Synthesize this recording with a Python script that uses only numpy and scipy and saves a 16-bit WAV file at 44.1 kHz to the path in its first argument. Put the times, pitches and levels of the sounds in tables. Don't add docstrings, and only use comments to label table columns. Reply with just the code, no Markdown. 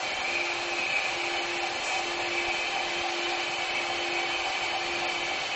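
import sys
import numpy as np
from scipy import signal
from scipy.fft import irfft
from scipy.io import wavfile

SR = 44100
rng = np.random.default_rng(int(sys.argv[2]) if len(sys.argv) > 2 else 0)


def decibels_to_gain(level_db):
    exponent = np.asarray(level_db, float) / 20
    return 10 ** exponent


def master_out(mix):
    frames = np.transpose(np.atleast_2d(mix))
    ceiling = np.clip(frames, -1, 1)
    pcm = np.round(ceiling * 32767).astype(np.int16)
    wavfile.write(sys.argv[1], SR, pcm)


N = 245107

# [t/s, level/dB]
FLOW = [(0, -39), (.1, -34), (.21, -38.5), (.36, -31.5), (.65, -36.5), (.95, -31), (1.14, -38.5),
        (1.27, -34), (1.75, -38), (1.92, -32.5), (2.07, -40), (2.5, -31), (2.84, -35.5), (3.85, -34),
        (4.0, -38), (4.17, -32), (4.5, -34), (5.1, -34), ]
# [f/Hz, density/dB per Hz]
HISS_SPECTRUM = [(250, -9.5), (900, -3.5), (1900, -6), (2500, -0.5), (3300, -14.5), (4000, 7.5),
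                 (4800, -19.5), (6000, -12)]
# [f/Hz, width/Hz, level/dB]
PIPE_MODES = [(769.6, 130, -43), (1736, 50, -50), (2046, 56, -49), (2696, 170, -43.5), (7880, 22, -66.5)]
# [f/Hz, level over flow/dB, share of flow swing, rise as the vent comes into view/dB per s]
WHISTLES = [(2306, -3.5, 0.94, -0.4), (2523, -5, 1.7, -0.67), (3035, -7.5, 0.038, 1.1)]
WHISTLE_WIDTHS_HZ = [105, 75, 95]
# [f/Hz, density/dB per Hz]
SPRAY_SPECTRUM = [(4000, -15.5), (5200, 4), (5800, 3.5), (6300, 10.5), (7600, 5), (8700, -0.5)]
# [order of stroke rate, level/dB rms]
PUMP_ORDERS = [(98, -47.5), (99, -55), (168, -59), (209, -52), (212, -52), (213, -49), (214, -48),
               (223, -49), (224, -53), (230, -54), (272, -55), (301, -56), (329, -55), (336, -54)]
# [t/s, level/dB]
FACING = [
    (0, -1),
    (1, -10),
    (1.6, 0),
    (2.5, 0),
    (3.5, 0.5),
    (4.1, -3),
    (4.6, 4),
    (5.56, -7),
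]
# [order, lower side level/dB, centre level/dB, upper side level/dB]
FAN_ORDERS = [(4, -69, -44.5, -65), (6, -57, -72, -64), (7, -53, -74, -53), (8, -62, -75, -55),
              (9, -50, -72, -48), (12, -65, -67, -58), (16, -59, -69, -62)]
# [f/Hz, level/dB rms]
MOTOR_TONES = [(310.45, -61), (391.19, -58), (520.87, -51), (570.4, -53), (620.86, -51), (678.93, -62),
               (719, -60), (720.86, -60), (752.34, -53), (861.7, -57)]
# [t/s, peak level/dB]
HAND_BUMPS = [
    (2.48, -35),
    (3.01, -40),
]
# [f/Hz, step/dB]
STEP_SPECTRUM = [(250, -30), (400, -35), (1800, -25), (3400, -28), (4000, -31), (5750, -27.5), (6400, -30),
                 (8300, -30.5)]
BAND_EDGES = [4, 8, 12, 16, 20, 24, 30, 36, 44, 52, 62, 74, 90, 110, 134, 162, 196]

IN_STEP_S = 4.1


def rms_one(x):
    return x / np.sqrt(np.mean(x ** 2) + 1e-20)


def at_hz(points, hz):
    f_hz, db = np.array(points)[:, 0], np.array(points)[:, 1]
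    return np.interp(np.log(hz), np.log(f_hz), db)


def in_time(rows):
    s, *columns = np.transpose(rows)
    return [np.interp(np.arange(N) / SR, s, c) for c in columns]


def drift(rate_hz):
    r = np.exp(-80 * np.pi * rate_hz / SR)
    draws = rng.standard_normal(N // 40 + 2002)
    slow = signal.lfilter([1], [1, -2 * r, r * r], draws)[2000:]
    return np.interp(np.arange(N) / 40, np.arange(len(slow)), rms_one(slow))


def resonant_noise(hz, width_hz):
    r = np.exp(-np.pi * width_hz / SR)
    section = [1, 0, -1, 1, -2 * r * np.cos(2 * np.pi * hz / SR), r * r]
    return rms_one(signal.sosfilt([section, section], rng.standard_normal(N)))


def banded_noise(spectrum, patchy_db, rate_hz):
    low_hz, high_hz = spectrum[0][0], spectrum[-1][0]
    edges = low_hz * 2 ** np.arange(0, np.log2(high_hz / low_hz) + .3, 1 / 3)
    white = rng.standard_normal((2, N))
    together = drift(rate_hz / 4)
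    out = 0
    for k, (low, high) in enumerate(zip(edges, edges[1:])):
        bandpass = signal.butter(2, [low, high], "band", fs=SR, output="sos")
        band = signal.sosfilt(bandpass, white[k % 2])
        flicker_db = patchy_db * (0.39 * together + drift(rate_hz))
        out = out + decibels_to_gain(at_hz(spectrum, np.sqrt(low * high)) + flicker_db) * band
    return rms_one(out)


def whistle(hz, width_hz, order=2):
    low = signal.butter(order, width_hz / 2, fs=SR, output="sos")
    real, imaginary = signal.sosfilt(low, rng.standard_normal((2, N)))
    carrier = np.exp(2j * np.pi * np.cumsum(hz) / SR)
    return rms_one(np.real((real + 1j * imaginary) * carrier))


def tones(hz, db, turns):
    t = np.arange(N) / SR
    return sum(np.sqrt(2) * decibels_to_gain(d) * np.cos(2 * np.pi * (f * t + p)) for f, d, p in zip(hz, db, turns))


def spray():
    surge_s, attack_s, decay_s, surge_db = 1.85, .015, .13, 9.5
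    t = np.arange(N) / SR
    surge = np.exp(np.where(t < surge_s, (t - surge_s) / attack_s, (surge_s - t) / decay_s))
    return decibels_to_gain(-47 + surge_db * surge) * banded_noise(SPRAY_SPECTRUM, patchy_db=.4, rate_hz=25.0)


def jet():
    wander_hz, flutter_db = 26, 1.5
    t = np.arange(N) / SR
    flow_db, = in_time(FLOW)
    swing_db = flow_db - flow_db.mean()
    out = decibels_to_gain(-35.5) * banded_noise(HISS_SPECTRUM, patchy_db=1.0, rate_hz=21.0)
    out += sum(decibels_to_gain(db) * resonant_noise(hz, width_hz) for hz, width_hz, db in PIPE_MODES)
    for (hz, db, follows, db_per_s), width_hz in zip(WHISTLES, WHISTLE_WIDTHS_HZ):
        level_db = flow_db.mean() + db + follows * swing_db + db_per_s * (t - t.mean())
        level_db = level_db + flutter_db * drift(4.7)
        out += decibels_to_gain(level_db) * whistle(hz + wander_hz * drift(1.5), width_hz)
    ridge_hz = 4228 + 25 * t
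    out += decibels_to_gain(-46) * whistle(ridge_hz, width_hz=300, order=4)
    return out + spray()


def pump(facing_db):
    stroke_hz, stroke_s = 3.5367, .224
    casing_hz, casing_width_hz, casing_db, casing_scatter_db = 775, 110, -64, 3
    weak_level_db, weak_scatter_db = -75.5, 4
    strong, strong_db = np.transpose(PUMP_ORDERS)
    others = np.setdiff1d(np.arange(160, 340), strong)
    off = 2 * (others * stroke_hz - casing_hz) / casing_width_hz
    scatter_db = casing_scatter_db * rng.standard_normal(len(others))
    others_db = casing_db - 10 * np.log10(1 + off ** 2) + scatter_db
    order, db = np.append(strong, others), np.append(strong_db, others_db)
    smear = np.cumsum(.1 * rng.standard_normal(500))[order.astype(int)]
    hz = order * stroke_hz
    low = hz < 360
    hum = tones(hz[low], db[low], -hz[low] * IN_STEP_S)
    knock = tones(hz[~low], db[~low], (smear - hz * stroke_s)[~low])
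    weak = np.zeros(N // 2 + 1, complex)
    bins = np.round(np.arange(105, 500) * stroke_hz * N / SR).astype(int)
    weak_db = weak_level_db + weak_scatter_db * np.minimum(rng.standard_normal(len(bins)), 1.5)
    weak[bins] = decibels_to_gain(weak_db) * np.exp(2j * np.pi * rng.random(len(bins)))
    return hum, decibels_to_gain(facing_db) * knock + irfft(weak, N) * N / np.sqrt(2)


def fans():
    blade_hz, wobble_hz = 86.93, 9.13
    weak_db, scatter_db = -64.5, 3.0
    order = np.arange(4, 21)
    db = weak_db + scatter_db * rng.standard_normal((3, len(order)))
    for strong, *strong_db in FAN_ORDERS:
        db[:, order == strong] = np.transpose([strong_db])
    hz = order * blade_hz + wobble_hz * np.array([[-1], [0], [1]])
    turns = rng.random(hz.shape)
    turns[1, 0] = -hz[1, 0] * IN_STEP_S
    hum = tones(hz[:, 0], db[:, 0], turns[:, 0])
    blades = tones(hz[:, 1:].ravel(), db[:, 1:].ravel(), turns[:, 1:].ravel())
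    motor = tones(*np.transpose(MOTOR_TONES), rng.random(len(MOTOR_TONES)))
    return hum, blades + motor


def hall_hum(pump_hum, fan_hum):
    middle_s, peak_db, fall_db = 2.84, 0.96, 4.5
    t = np.arange(N) / SR
    return decibels_to_gain(peak_db - fall_db * (t / middle_s - 1) ** 2) * (pump_hum + fan_hum)


def rumble():
    low = signal.butter(2, 330, fs=SR, output="sos")
    noise = rms_one(signal.sosfilt(low, rng.standard_normal(N)))
    out = decibels_to_gain(-53.3 + 2.0 * drift(22.0)) * noise
    push = signal.windows.hann(round(0.008 * SR))
    for s, db in HAND_BUMPS:
        start = round(s * SR)
        out[start:start + len(push)] += decibels_to_gain(db) * push
    return signal.sosfilt(signal.butter(1, 18.0, "high", fs=SR, output="sos"), out)


def scene():
    facing_db, = in_time(FACING)
    pump_hum, knock = pump(facing_db)
    fan_hum, whine = fans()
    mono = jet() + knock + whine + hall_hum(pump_hum, fan_hum) + rumble()
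    return np.tile(mono, (2, 1))


def coarse_rounding(x):
    hop, grid, top_hz = 576, 368, 8700
    spread_db, rounding = 1.5, .4
    count, frames = int(top_hz / SR * 2 * hop), N // hop + 3
    n, k = np.arange(2 * hop) + .5, np.arange(count) + .5
    window = np.sqrt(2 / hop) * np.sin(np.pi * n / 2 / hop)
    basis = window[:, None] * np.cos(np.pi / hop * np.outer(n + hop / 2, k))
    padded = np.pad(x, (hop + grid, (frames + 1) * hop - N - hop - grid))
    lines = np.lib.stride_tricks.sliding_window_view(padded, 2 * hop)[::hop][:frames] @ basis
    hz = k * SR / 2 / hop
    band = np.searchsorted(BAND_EDGES, k)
    draws = rng.standard_normal((frames // 2 + 1, band.max() + 2))
    draws = draws.repeat(2, axis=0)[:frames]
    jump = .6 * draws[:, -1:] + .8 * draws[:, band]
    step = decibels_to_gain(at_hz(STEP_SPECTRUM, hz) + spread_db * jump)
    rounded = np.sign(lines) * np.floor(np.abs(lines) / step + rounding) * step
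    back = rounded @ basis.T
    out = np.zeros((frames + 1, hop))
    out[:-1] += back[:, :hop]
    out[1:] += back[:, hop:]
    return out.ravel()[hop + grid:hop + grid + N]


def band_limit(x):
    return signal.sosfilt(signal.butter(12, 8590, fs=SR, output="sos"), x)


def record(dry):
    mono = signal.sosfilt(signal.butter(9, 8000, fs=SR, output="sos"), dry[0])
    mono = coarse_rounding(mono)
    return band_limit(np.tile(mono, (2, 1)))


dry = scene()
out = record(dry)
master_out(out)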